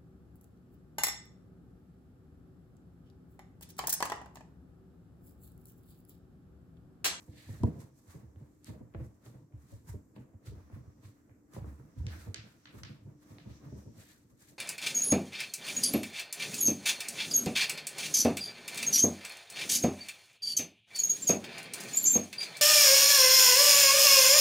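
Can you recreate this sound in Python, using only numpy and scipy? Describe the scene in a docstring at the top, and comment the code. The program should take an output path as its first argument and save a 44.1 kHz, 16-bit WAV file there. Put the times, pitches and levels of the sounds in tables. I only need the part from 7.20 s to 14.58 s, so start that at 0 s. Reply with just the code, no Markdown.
"""Dough worked on a floured board

A kitchen counter, with a phone standing on it close to the hands that pat, press and slide a slab of dough.
Presses thud as decaying low sines with the modes of board and counter; creeping dough grumbles in those modes.
Floury skin hisses and drags as shaped noise; knuckles and sticky skin snap, answered by walls and kitchen echo.
Behind lie noise room tone, a thin wavering hiss and an appliance hum made of one drifting sine."""
import sys
import numpy as np
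from scipy import signal
from scipy.fft import rfft, irfft
from scipy.io import wavfile
from scipy.ndimage import uniform_filter1d

SR = 44100
rng = np.random.default_rng(int(sys.argv[2]) if len(sys.argv) > 2 else 0)


def how_loud(loudness_db):
    """Turn decibels into a plain amplitude multiplier (0 dB gives 1, 20 dB gives 10)."""
    steps = np.asarray(loudness_db, float) / 20
    return 10 ** steps


def materialize(psi):
    """Save the field psi as 16-bit PCM at rate SR to the path in sys.argv[1].

    A 1-D psi becomes a single channel; in a 2-D psi each row is a channel.
    """
    bounded = np.clip(np.atleast_2d(psi).T, -1, 1)
    quanta = np.round(bounded * 32767).astype(np.int16)
    wavfile.write(sys.argv[1], SR, quanta)


N = 325502
T = np.arange(N) / SR
SIDES = np.array([[1], [-1]])  # left, right


def level(x, db):
    """Scale to an rms level."""
    return x * how_loud(db) / np.sqrt(np.mean(x ** 2))


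def on_log(hz, table):
    """Read a table of frequency and value on a logarithmic frequency axis."""
    points = np.array(table, float)
    return np.interp(np.log(np.maximum(hz, 1)), np.log(points[:, 0]), points[:, 1])


def colour(x, table):
    """Shape the spectrum of a sound by a table of frequency and level."""
    size = x.shape[-1]
    hz = np.arange(size // 2 + 1) * SR / size
    return irfft(rfft(x) * how_loud(on_log(hz, table)), size)


# How alike the two channels are: frequency_hz, correlation (0 to 1)
CHANNEL_LIKENESS = [(60, 0.87), (200, 0.93), (400, 0.53), (700, 0.48), (1300, .0), (15000, 0)]


def stereo_noise(size):
    """White noise on two channels, alike in the bass and unrelated in the treble."""
    hz = np.arange(size // 2 + 1) * SR / size
    alike = np.clip(on_log(hz, CHANNEL_LIKENESS), 0, 1)
    mid, side = rfft(rng.standard_normal((2, size)))
    shared = mid * np.sqrt((1 + alike) / 2)
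    opposed = side * np.sqrt((1 - alike) / 2)
    return irfft(shared + SIDES * opposed, size)


def walk(rate):
    """Random values held for 1 / rate seconds and smoothed twice; spread near 1."""
    hold = int(SR / rate)
    steps = np.repeat(rng.standard_normal(N // hold + 1), hold)
    return 1.062 * uniform_filter1d(uniform_filter1d(steps, hold), hold)[:N]


def ring(t, hz, t60, rise, phase=0):
    """A mode pushed up over the rise time, dying from t = 0."""
    swell = np.sin(np.pi / 2 * np.clip(1 + t / rise, 0, 1)) ** 2
    decay = np.exp(-np.log(1000) * np.maximum(t, 0) / t60)
    return swell * decay * np.sin(2 * np.pi * hz * t + phase)


def add(out, sound, s):
    """Mix a sound in at time s."""
    i = max(int(s * SR), 0)
    out[..., i:i + sound.shape[-1]] += sound[..., :N - i]


def curve(table):
    """The second column of a table, drawn sample by sample over the times in the first."""
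    s, value = np.transpose(table)
    return np.interp(T, s, value)


def peaks(s, db, rise_db_s, fall_db_s, rest_db):
    """Level in dB of overlapping gestures, each climbing to its peak and falling away at a steady rate."""
    s, db, rise_db_s, fall_db_s = (np.reshape(v, (-1, 1)) for v in (s, db, rise_db_s, fall_db_s))
    coarse = T[::64]
    late = coarse - s
    slope = np.where(late < 0, rise_db_s, -fall_db_s)
    power = how_loud(2 * (db + slope * late)).sum(axis=0) + how_loud(2 * rest_db)
    return np.interp(T, coarse, 10 * np.log10(power))


# Colour of the quiet kitchen: frequency_hz, relative_level_db (per Hz)
ROOM_COLOUR = [(18, -50), (30, -3.5), (95, 1), (189, -8.5), (295, 2), (364, -8), (721, -25.5),
               (1810, -31.5), (2980, -50), (7470, -29), (9460, -40.5), (14800, -34.5), (16000, -88)]


def room_tone():
    """Noise in the colour of the room, slowly wandering in level."""
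    return level(colour(stereo_noise(N), ROOM_COLOUR), -68) * how_loud(3.0 * walk(2.68))


# The appliance hum wavers: time_s, level_db (rms, before small random changes)
HUM_LEVEL = [(0, -70), (.18, -67), (.57, -76), (.9, -87), (1.27, -70.5), (1.74, -68), (2.01, -76.5),
             (2.4, -69), (2.7, -84), (3.12, -95), (3.3, -69), (4.1, -77), (4.52, -71), (5.0, -74),
             (5.3, -92), (5.42, -78), (5.5, -65), (5.6, -73.5), (6.04, -66), (6.3, -67), (6.8, -72),
             (7.1, -82), (7.38, -74)]


def appliance_hum():
    """One sine whose pitch drifts a few Hz and whose level wavers, equal on both channels."""
    hz = 297.5 + 3.17 * walk(9.2)
    phase = 2 * np.pi * np.cumsum(hz) / SR
    return how_loud(curve(HUM_LEVEL) + 0.59 * walk(4)) * np.sqrt(2) * np.sin(phase)


# Colour of the thin hiss: frequency_hz, relative_level_db (per Hz)
THIN_HISS_COLOUR = [(4300, -8.5), (5200, -2), (5900, 3.5), (6600, -4.5), (8000, -9), (10000, -34)]
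# The thin hiss comes and goes: time_s, level_db (rms)
THIN_HISS_LEVEL = [(0, -98), (.18, -75), (.3, -84), (.55, -83), (1.07, -86), (1.4, -103), (2.1, -85),
                   (2.7, -103), (3.15, -105), (3.3, -80.5), (3.88, -83), (4.1, -96), (4.5, -92),
                   (5.0, -67.5), (5.1, -107), (5.47, -71.5), (5.6, -102), (6.1, -76), (6.25, -78),
                   (6.37, -67.5), (6.42, -76), (6.56, -70.5), (6.8, -78.5), (6.97, -85), (7.38, -91)]


def thin_hiss():
    """A thin smooth-grained hiss: narrow treble noise following a level curve."""
    return level(colour(stereo_noise(N), THIN_HISS_COLOUR), 0) * how_loud(curve(THIN_HISS_LEVEL))


# Bands of the kitchen echo: frequency_hz, relative_level_db, decay_t60_s
KITCHEN_BANDS = [(500, 0, .45), (1000, 0, .45), (2000, 0, .45), (4000, 2, .4), (8000, -5, .25)]


def kitchen(size):
    """Echo of hard kitchen walls: dense noise, each band dying at its own rate, filling in over 18 ms."""
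    t = np.arange(size) / SR
    # single reflections stand out at first and blur into each other later
    grain = np.repeat(rng.standard_normal(size // 64 + 1), 64)[:size] * np.exp(-t / .06)
    noises = rng.standard_normal((len(KITCHEN_BANDS), 2, size)) * how_loud(3.5 * grain)
    tail = 0
    for (hz, db, t60), noise in zip(KITCHEN_BANDS, noises):
        octave = signal.butter(2, [hz / np.sqrt(2), hz * np.sqrt(2)], "band", fs=SR, output="sos")
        band = signal.sosfilt(octave, noise)
        tail = tail + how_loud(db) * band / band.std() * np.exp(-np.log(1000) * t / t60)
    return tail * np.clip(t / .018, .7, 1)


# Where the hands work, seen from the phone: time_s, left_minus_right_db
HANDS_PAN = [(0, -1), (1, -1.5), (2.5, -0.4), (3.3, -1), (4.3, -2), (5.3, -1), (6.2, -.6), (7.38, 1)]


def hands_pan():
    """Gains of the two channels as the hands move across the board."""
    return how_loud(SIDES * curve(HANDS_PAN) / 2)


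# Body weight leaning in sets the counter ringing: time_s, level_db (before panning)
COUNTER_LEANS = [(.115, -56), (.346, -48), (.42, -32), (1.044, -49.5), (1.131, -54), (1.224, -55),
                 (1.51, -50), (1.588, -51), (1.762, -36.5), (2.347, -45.5), (2.541, -53), (2.7, -39.5),
                 (3.284, -41), (3.358, -51), (3.423, -53.5), (3.578, -51), (4.386, -41.5), (4.455, -40.5),
                 (4.5, -42), (4.781, -32.5), (4.815, -40), (4.894, -44), (4.99, -45.5), (5.177, -55),
                 (5.559, -48), (6.277, -46), (6.5, -47), (6.54, -46), (6.578, -54)]


def counter(rise=0.029, late_s=0.0198):
    """The heavy counter answers late and rings slowly in one low mode."""
    out = np.zeros((2, N))
    t = np.arange(int(.4 * SR)) / SR - .05
    for (s, db), apart in zip(COUNTER_LEANS, rng.standard_normal(len(COUNTER_LEANS))):
        boom = ring(t - late_s, 72.8, 0.37, rise, 4.64 + 0.21 * apart * SIDES)
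        add(out, how_loud(db) * boom * (1 - t / t[-1]), s - .05)
    return out


# Modes of the wooden board, nominal: pitch_hz, relative_level_db, decay_t60_s
BOARD_MODES = [(140, -1, 0.048), (165, -16, 0.43), (208.1, -5, 0.2), (238, -8, 0.2), (277.6, -8.5, 0.19),
               (311.4, -10.5, 0.15), (328.9, -13, 0.35), (392.5, -6.5, 0.075), (451.6, -13.5, 0.18),
               (504, -10, 0.13), (581.6, -15, 0.15), (637, -18, 0.21), (700, -19.5, 0.069),
               (784, -24.5, 0.15), (880, -19.5, 0.093), (962, -17.5, .05), (1104, -27, 0.12)]


def board(t, rise, chance, soft_db, scatter):
    """All board modes; each blow lands elsewhere, so weights differ, and each channel hears them a little apart."""
    hz, db, t60 = np.transpose(BOARD_MODES)[:, :, None, None]
    weight, phase, detune, apart = chance[:, :, None, None]
    spread = apart * np.sqrt(1 - np.clip(on_log(hz, CHANNEL_LIKENESS), 0, 1)) * SIDES
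    # a soft, long contact hardly moves the high modes: soft_db is lost per octave
    db = db - soft_db * np.log2(hz / hz[0])
    modes = how_loud(db + 4.03 * weight) * ring(t, hz * (1 + 0.04 * detune), t60, rise, scatter * phase + spread)
    return modes.sum(axis=0) / np.sqrt(np.sum(how_loud(2 * db)))


# Dough creeping on the wood under each kneading stroke: peak_s, level_db (overlaps add up)
KNEADING_STROKES = [(0, -59), (.2, -62), (.33, -57), (.47, -48.5), (.55, -55), (.617, -54.5), (.79, -65.5),
                    (.915, -61), (1.0, -56.5), (1.095, -63.5), (1.229, -60.5), (1.53, -52.5), (1.63, -64),
                    (1.809, -49.5), (1.9, -76), (2.068, -58.5), (2.15, -57.5), (2.38, -66), (2.53, -64),
                    (2.792, -61), (3.01, -58), (3.14, -63), (3.27, -58.5), (3.38, -58.5), (3.53, -58.5),
                    (3.67, -59.5), (3.83, -61.5), (4.1, -64), (4.34, -61.5), (4.516, -56), (4.69, -60),
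                    (4.85, -60), (4.97, -58), (5.09, -54.5), (5.27, -60), (5.56, -55), (5.75, -61.5),
                    (5.9, -58.5), (6.07, -63.5), (6.17, -56.5), (6.3, -56), (6.45, -55), (6.59, -55),
                    (6.79, -58), (7.11, -68.5), (7.33, -65.5)]


def creep():
    """Level in dB of the dough creeping on the wood, over a floor for the hands at rest."""
    rise_db_s, fall_db_s, rest_db = 163, 122, -73.5
    return peaks(*np.transpose(KNEADING_STROKES), rise_db_s, fall_db_s, rest_db)


def grumble(creep_db):
    """Dough creeping on wood jolts the board: uneven noise rings its modes, damped to 0.43 of their decay."""
    jolts = stereo_noise(N) * how_loud(2.7 * walk(60))
    t = np.arange(int(.2 * SR)) / SR
    modes = sum(how_loud(db) * ring(t, hz, 0.43 * t60, .001) for hz, db, t60 in BOARD_MODES)
    return level(signal.fftconvolve(jolts, modes[None])[:, :N], 0) * how_loud(creep_db)


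# Skin sliding over flour: fastest_s, length_s, flour_hiss_db, palm_drag_db, finger_drag_db
# (levels before panning; overlaps add up, and the palm's skin noise and squeal come out louder than listed)
SKIN_SLIDES = [(.0, 0.28, -67.5, -76.5, -80), (.19, 0.29, -65, -77.5, -61.5),
               (0.304, 0.4, -64, -69.5, -67.5), (0.46, 0.073, -72, -69, -72), (0.607, .1, -62, -69.5, -69),
               (0.781, 0.2, -70.5, -84.5, -85.5), (0.908, 0.17, -63, -67.5, -70),
               (1.018, 0.11, -93, -91, -88), (1.197, 0.24, -85.5, -80.5, -84),
               (1.342, 0.49, -83.5, -93, -90), (1.472, 0.11, -60.5, -71, -60), (1.58, 0.14, -87, -86, -92),
               (1.849, 0.12, -70.5, -90, -85), (1.949, .15, -82, -93, -95), (2.063, 0.14, -65, -72.5, -70),
               (2.182, 0.17, -81, -91, -87), (2.417, 0.36, -76, -79.5, -86), (2.511, 0.23, -67.5, -78, -73),
               (2.692, 0.11, -58.5, -63.5, -71), (2.962, .04, -78, -72, -67), (3, .12, -79, -90, -82),
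               (3.271, 0.095, -61, -70, -63.5), (3.389, 0.48, -97, -76.5, -88),
               (3.545, 0.15, -91, -68, -79), (3.7, .3, -98, -85, -98), (3.851, 0.14, -66, -72, -68.5),
               (3.965, 0.28, -100, -81, -92), (4.346, 0.11, -61.5, -62.5, -73),
               (4.48, 0.5, -74.5, -72.5, -85), (4.79, 0.13, -71.5, -77, -73.5), (4.929, .2, -69, -60, -64),
               (5.009, 0.18, -61, -66, -65.5), (5.285, 0.37, -73, -73.5, -75),
               (5.386, 0.29, -87, -91.5, -89), (5.586, 0.066, -62.5, -65, -68),
               (5.553, 0.22, -68.5, -73, -76), (5.694, 0.19, -75, -78, -83), (5.843, .2, -81, -96.5, -95),
               (6.03, .15, -73.5, -79, -77.5), (6.105, 0.23, -69.5, -71, -73),
               (6.304, 0.22, -74.5, -73, -68), (6.45, 0.17, -96, -70.5, -75),
               (6.582, 0.18, -68.5, -81, -81), (6.806, 0.25, -61.5, -73.5, -64.5),
               (6.9, 0.15, -64, -71, -65), (6.995, 0.13, -79, -95, -91), (7.104, 0.088, -73.5, -82, -87),
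               (7.219, 0.15, -63, -76, -69.5), (7.286, 0.13, -61.5, -78.5, -68)]


def slides(creep_db):
    """Levels in dB of flour, palm and fingers; the palm also drags while the dough creeps."""
    s, length, *levels = np.transpose(SKIN_SLIDES)
    rise_share, edge_drop_db = 0.29, 17.5  # share of the length before the fastest point; drop at both ends
    rise = edge_drop_db / (rise_share * length)
    fall = edge_drop_db / ((1 - rise_share) * length)
    flour_db, palm_db, finger_db = (peaks(s, db, rise, fall, -105) for db in levels)
    palm_creep_db = creep_db - 23
    return flour_db, 10 * np.log10(how_loud(2 * palm_db) + how_loud(2 * palm_creep_db)), finger_db


# Colour of the flour grains: frequency_hz, relative_level_db (per Hz)
FLOUR_COLOUR = [(2500, -14), (4000, -5.5), (6000, 3.5), (7600, 5), (10000, -0.5), (13800, 0), (16000, -11)]


def flour_hiss(flour_db):
    """Flour grains hiss under the skin: treble noise in a fast random flutter."""
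    return level(colour(stereo_noise(N) * how_loud(2.14 * walk(300)), FLOUR_COLOUR), 0) * how_loud(flour_db)


# Centre of the skin squeal: time_s, pitch_hz
SQUEAL_PITCH = [(0, 1050), (.12, 1042), (.19, 2004), (.42, 1700), (.48, 946), (.9, 1083), (1.3, 1049),
                (1.45, 1400), (1.56, 957), (1.95, 901), (2.05, 1425), (2.14, 996), (2.5, 1100), (2.72, 900),
                (3.2, 1180), (3.27, 1399), (3.38, 1129), (4.0, 1170), (4.09, 1593), (4.36, 1050),
                (4.7, 1129), (4.88, 1630), (4.98, 1594), (5.1, 1195), (5.29, 1477), (5.55, 1132),
                (6.7, 1129), (6.9, 1718), (7.1, 1091), (7.22, 1650)]


def squeal(width_hz):
    """Skin juddering on flour: a coarse noisy resonance whose centre wanders."""
    lowpass = signal.butter(2, width_hz / 2, fs=SR, output="sos")
    slow = signal.sosfilt(lowpass, rng.standard_normal((2, 2, N)))
    phase = 2 * np.pi * np.cumsum(curve(SQUEAL_PITCH)) / SR
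    return level(slow[0] * np.cos(phase) + slow[1] * np.sin(phase), 0)


# Colour of the dragging palm: frequency_hz, relative_level_db (per Hz)
PALM_COLOUR = [(400, -16.5), (700, -7), (950, -7), (1300, -5), (1800, -4), (2300, -10.5), (3200, -21)]


def palm_drag(palm_db):
    """The palm drags in the mids: uneven shaped noise joined by the skin squeal."""
    skin = level(colour(stereo_noise(N) * how_loud(2.0 * walk(50)), PALM_COLOUR), 4.1)
    return (skin + squeal(260)) * how_loud(palm_db)


# Colour of the dragging fingers: frequency_hz, relative_level_db (per Hz)
FINGER_COLOUR = [(1200, -56), (1700, 4.5), (2300, 1.5), (3000, -2), (4200, 2.5), (5000, -3.5), (6500, -59)]


def finger_drag(finger_db):
    """Fingers drag higher than the palm: uneven shaped noise."""
    return level(colour(stereo_noise(N) * how_loud(1.3 * walk(98)), FINGER_COLOUR), 0) * how_loud(finger_db)


# Snaps into the kitchen: start_s, crack_level_db (halved in amplitude when played), lowest_hz, highest_hz,
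# echo_db (relative to the crack), board_knock_db
SNAPS = [(0.4342, -42.5, 900, 9900, -14, -29.5), (0.556, -70, 800, 2460, -5, -51),
         (1.159, -62, 902, 2930, -14, -55), (1.445, -43.5, 4240, 11900, -22, -86),
         (1.4915, -54, 800, 2430, -2, -49), (1.610, -75, 700, 2200, -3, -50.5),
         (1.739, -57, 900, 3000, 1, -58), (1.747, -42.5, 700, 2380, -5.5, -38.5),
         (2.0622, -55.5, 1174, 5000, -7, -52), (2.3236, -68, 998, 2800, 6, -64),
         (2.963, -56.5, 600, 2820, 4.5, -47.5), (3.257, -57, 2970, 10000, 10, -65),
         (3.499, -58, 605, 1520, -6, -55), (3.5275, -60, 1500, 2670, -1, -66),
         (4.095, -62, 1307, 2430, 4.5, -73), (4.3361, -52, 910, 10350, 5, -56),
         (4.364, -50, 500, 1100, 6, -43), (4.443, -54.5, 790, 1400, 2.5, -48),
         (4.5969, -58.5, 910, 1580, -1, -54.5), (4.867, -36.5, 1550, 6800, 0, -67),
         (5.07, -66, 500, 1485, 4, -46.5), (5.1441, -27.5, 1455, 7190, -2, -53),
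         (5.456, -41, 1190, 4315, 2.5, -67), (5.6339, -34.5, 1234, 5960, 0.5, -57.5),
         (6.184, -46, 1365, 4560, 2, -57.5), (7.1783, -67, 3890, 10920, 3, -80)]
# Nearest walls: delay_s (after the snap), level_db (added to the echo's)
NEAR_WALLS = [(.016, -15), (.024, -18)]


def snaps(crack_cycles=2.2):
    """A few ms of crack, a knock of the board, the nearest walls and the kitchen answering."""
    out = np.zeros((2, N))
    t = np.arange(int(.3 * SR)) / SR
    echo = kitchen(int(.45 * SR))
    noise = rng.standard_normal((len(SNAPS), 2, 512))
    chance = rng.standard_normal((len(SNAPS), 4, len(BOARD_MODES)))
    for (s, db, low_hz, high_hz, echo_db, knock_db), n, c in zip(SNAPS, noise, chance):
        band = signal.butter(3, [low_hz, high_hz], "band", fs=SR, output="sos")
        # duller contacts last longer, up to a limit
        crack_s = min(crack_cycles / low_hz, .0028)
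        crack = signal.sosfilt(band, n * np.exp(-t[:512] / crack_s))
        crack = crack * how_loud(db) / np.sqrt(np.mean(crack[:, :64] ** 2)) / 2
        add(out, crack, s)
        for late_s, wall_db in NEAR_WALLS:
            # reflections swap the two sides
            add(out, crack[::-1] * how_loud(echo_db + wall_db), s + late_s)
        # the room smears the crack: its band remains, and its energy sets the echo's
        tail = signal.sosfilt(band, echo)
        add(out, how_loud(echo_db) * tail * np.sqrt(np.sum(crack ** 2) / np.sum(tail ** 2)), s)
        # a sharp contact favours the high modes
        add(out, how_loud(knock_db) * board(t - .002, 0.0018, c, -1.7, 1.0), s)
    return out


def shudders(creep_db):
    """Small random presses while the dough creeps, as rows like the large ones."""
    per_s, above_creep_db, centre_hz, t60_s = 17, 1.5, 118, 0.066
    s = np.arange(0, N / SR - .1, 1 / per_s)
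    late, size, pitch, wood = rng.standard_normal((len(s), 4)).T
    s = np.clip(s + 0.011 * late, .05, None)
    db = np.interp(s, T, creep_db) + above_creep_db + 2.3 * size
    hz = centre_hz * 2 ** (.22 * pitch)
    return np.transpose([s, db, hz, np.full(len(s), t60_s), -9 + 3.15 * wood])


# Palms pressing the dough, close to the phone:
# fullest_push_s, level_db (before panning), thud_pitch_hz, thud_t60_s, board_ring_db (above the thud)
PALM_PRESSES = [(0.096, -38.5, 96, 0.039, -12), (0.116, -49.5, 127, 0.081, -5), (.152, -54.5, 109, .08, 1),
                (.185, -53.5, 120, .08, -2), (.275, -46, 95, 0.37, -27), (0.305, -36, 103.2, 0.25, -8),
                (.346, -40, 145, .023, -12), (0.419, -31.5, 99, 0.15, -14), (.45, -17.5, 98, 0.053, -8),
                (.488, -32.5, 162, .12, -0.5), (0.535, -41.5, 130, 0.027, -4.5),
                (.571, -39, 125, 0.047, -18), (.597, -37.5, 122, 0.039, -4.5),
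                (0.645, -47.5, 123, 0.049, -4), (.736, -54.5, 137, 0.12, -13),
                (.892, -47, 86.4, 0.082, -30), (.961, -40.5, 124.8, 0.041, -8),
                (0.985, -50.5, 125, 0.094, -3.5), (1.044, -46.5, 119, 0.12, -4.5),
                (1.088, -51, 101, 0.047, -10), (1.175, -42.5, 95, 0.12, -22), (1.225, -43, 133, 0.1, -8),
                (1.498, -39, 126, .05, -5.5), (1.509, -35.5, 119, .063, -5.5), (1.56, -52.5, 149, .23, 5),
                (1.627, -47.5, 116, 0.25, 3), (1.761, -34, 98, .051, -22), (1.817, -35, 126, 0.16, -10),
                (1.843, -48.5, 107.6, 0.13, -8), (1.874, -42, 108, 0.028, -14), (1.9, -51, 110, .07, -9),
                (2.079, -46.5, 118, 0.24, -6.5), (2.159, -46, 127, .17, -7), (2.224, -51, 140, 0.12, -9),
                (2.25, -51, 137.2, .06, -9), (2.324, -56, 102, .11, -8), (2.346, -38, 110, 0.088, -37),
                (2.444, -54, 128, 0.16, -21), (2.541, -39.5, 106.4, 0.13, -14), (2.61, -55, 111, 0.13, -10),
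                (2.655, -51.5, 89, 0.12, -11), (2.681, -49.5, 147.2, 0.13, -20),
                (2.701, -34.5, 100, .093, -22), (2.757, -34, 92.7, 0.094, -8),
                (2.993, -44.5, 126.6, 0.1, -2.5), (3.018, -48.5, 130.5, 0.14, -0.5),
                (3.155, -42.5, 97.6, 0.092, -14), (3.285, -35, 110.3, 0.065, -16.5),
                (3.308, -48.5, 109, .06, -11), (3.336, -41, 100, .062, -7),
                (3.376, -43.5, 82.8, 0.093, -9.5), (3.41, -50, 85, .09, -13), (3.539, -38, 97.5, 0.14, -14),
                (3.578, -43.5, 122, .27, -2.5), (3.617, -51, 136, .055, -7), (3.681, -44, 103, 0.092, -17),
                (3.704, -49, 108, 0.1, -12), (3.797, -53, 112, 0.067, -20), (3.856, -43.5, 103, 0.18, -20),
                (3.888, -49.5, 118, 0.092, -9), (4.119, -50.5, 103, .069, -18), (4.353, -46, 123, .06, -13),
                (4.386, -32, 122, 0.02, -9.5), (4.427, -33.5, 119, .029, -20), (4.446, -38, 91, 0.067, -21),
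                (4.478, -39, 92, 0.048, -5), (4.501, -49, 86, .12, -2), (4.606, -47, 127, 0.22, -11),
                (4.656, -50.5, 127.5, .06, -7.5), (4.782, -34, 102.7, .13, -16.5),
                (4.816, -31, 90, 0.091, -17), (4.849, -31.5, 96, 0.057, -20),
                (4.873, -30, 105.7, 0.066, -16.5), (4.892, -37.5, 80.2, 0.33, -11.5),
                (4.916, -50, 78.1, .092, -1), (4.989, -41, 82.5, .1, -11), (5.072, -38, 97, .1, -18),
                (5.089, -32.5, 95.8, 0.15, -14.5), (5.125, -51.5, 95.6, 0.063, 1),
                (5.178, -48, 96.8, 0.089, -14), (5.195, -43, 106.5, 0.15, -12),
                (5.258, -50.5, 108, .06, -1.5), (5.559, -46, 116.3, .19, 1.5),
                (5.625, -46, 134.1, 0.058, -10), (5.643, -44, 99.9, 0.093, -16), (5.673, -50, 122, 0.16, 0),
                (5.714, -40, 122.2, .077, -5), (5.742, -49.5, 143, 0.19, -12), (5.791, -55, 91.5, .09, -8),
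                (5.828, -49.5, 102, 0.062, -14), (5.858, -41.5, 108, 0.21, -14.5),
                (5.88, -41, 143, 0.086, -8), (5.921, -52, 126, 0.084, -14), (5.957, -52, 129, 0.081, -21),
                (6.124, -48, 111, 0.25, 1), (6.221, -50, 158, 0.041, -13), (6.277, -39, 118.7, 0.035, -7),
                (6.313, -41.5, 117, 0.076, -8), (6.358, -49, 140, 0.042, -21), (6.436, -53, 123.3, .1, -6),
                (6.474, -40.5, 143, 0.1, -10), (6.499, -42.5, 133, 0.061, -9),
                (6.539, -38, 134, 0.059, -7.5), (6.578, -44, 101.3, .04, -2.5),
                (6.673, -41.5, 108.9, 0.075, -6), (6.694, -49.5, 118, 0.18, 1),
                (6.792, -47, 112, .071, -9.5), (7.06, -57, 109.9, .08, -8), (7.14, -57.5, 120, 0.074, -9),
                (7.23, -60.5, 110, .08, -6), (7.31, -57.5, 115, .08, -9.5)]


def presses(rows, rise=0.014, knock_rise=0.013, knock_lead=.012, harder=0.22):
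    """A palm sinks into dough: a low thud and the board's ring, which peaks slightly before it."""
    out = np.zeros((2, N))
    t = np.arange(int(.3 * SR)) / SR - .05
    fade = np.clip((t[-1] - t) / .05, 0, 1)
    chance = rng.standard_normal((len(rows), 4, len(BOARD_MODES)))
    for (s, db, hz, t60, board_db), c in zip(rows, chance):
        thud = ring(t, hz, t60, rise, 4.54 + 0.18 * c[3, 0] * SIDES)
        # a harder blow meets the board more suddenly
        sudden_rise = knock_rise * how_loud(-harder * max(db + 44.5, 0))
        wood = board(t + knock_lead, sudden_rise, c, 2.5, 3.13)
        add(out, how_loud(db) * (thud + how_loud(board_db) * wood) * fade, s - .05)
    return out


def scene():
    """Everything on and around the board, from the room to the hands."""
    background = room_tone() + appliance_hum() + thin_hiss()
    creep_db = creep()
    flour_db, palm_db, finger_db = slides(creep_db)
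    skin = flour_hiss(flour_db) + palm_drag(palm_db) + finger_drag(finger_db)
    thuds = counter() + presses(shudders(creep_db)) + presses(PALM_PRESSES)
    return background + grumble(creep_db) + snaps() + (skin + thuds) * hands_pan()


def top_cut(x):
    """Nothing passes above the cut-off."""
    return signal.sosfilt(signal.butter(12, 16430, fs=SR, output="sos"), x)


def record(dry):
    """The phone drops the deepest bass, below about 54 Hz."""
    highpass = signal.butter(3, 54, "high", fs=SR, output="sos")
    return top_cut(signal.sosfilt(highpass, dry))


dry = scene()
out = record(dry)
materialize(out)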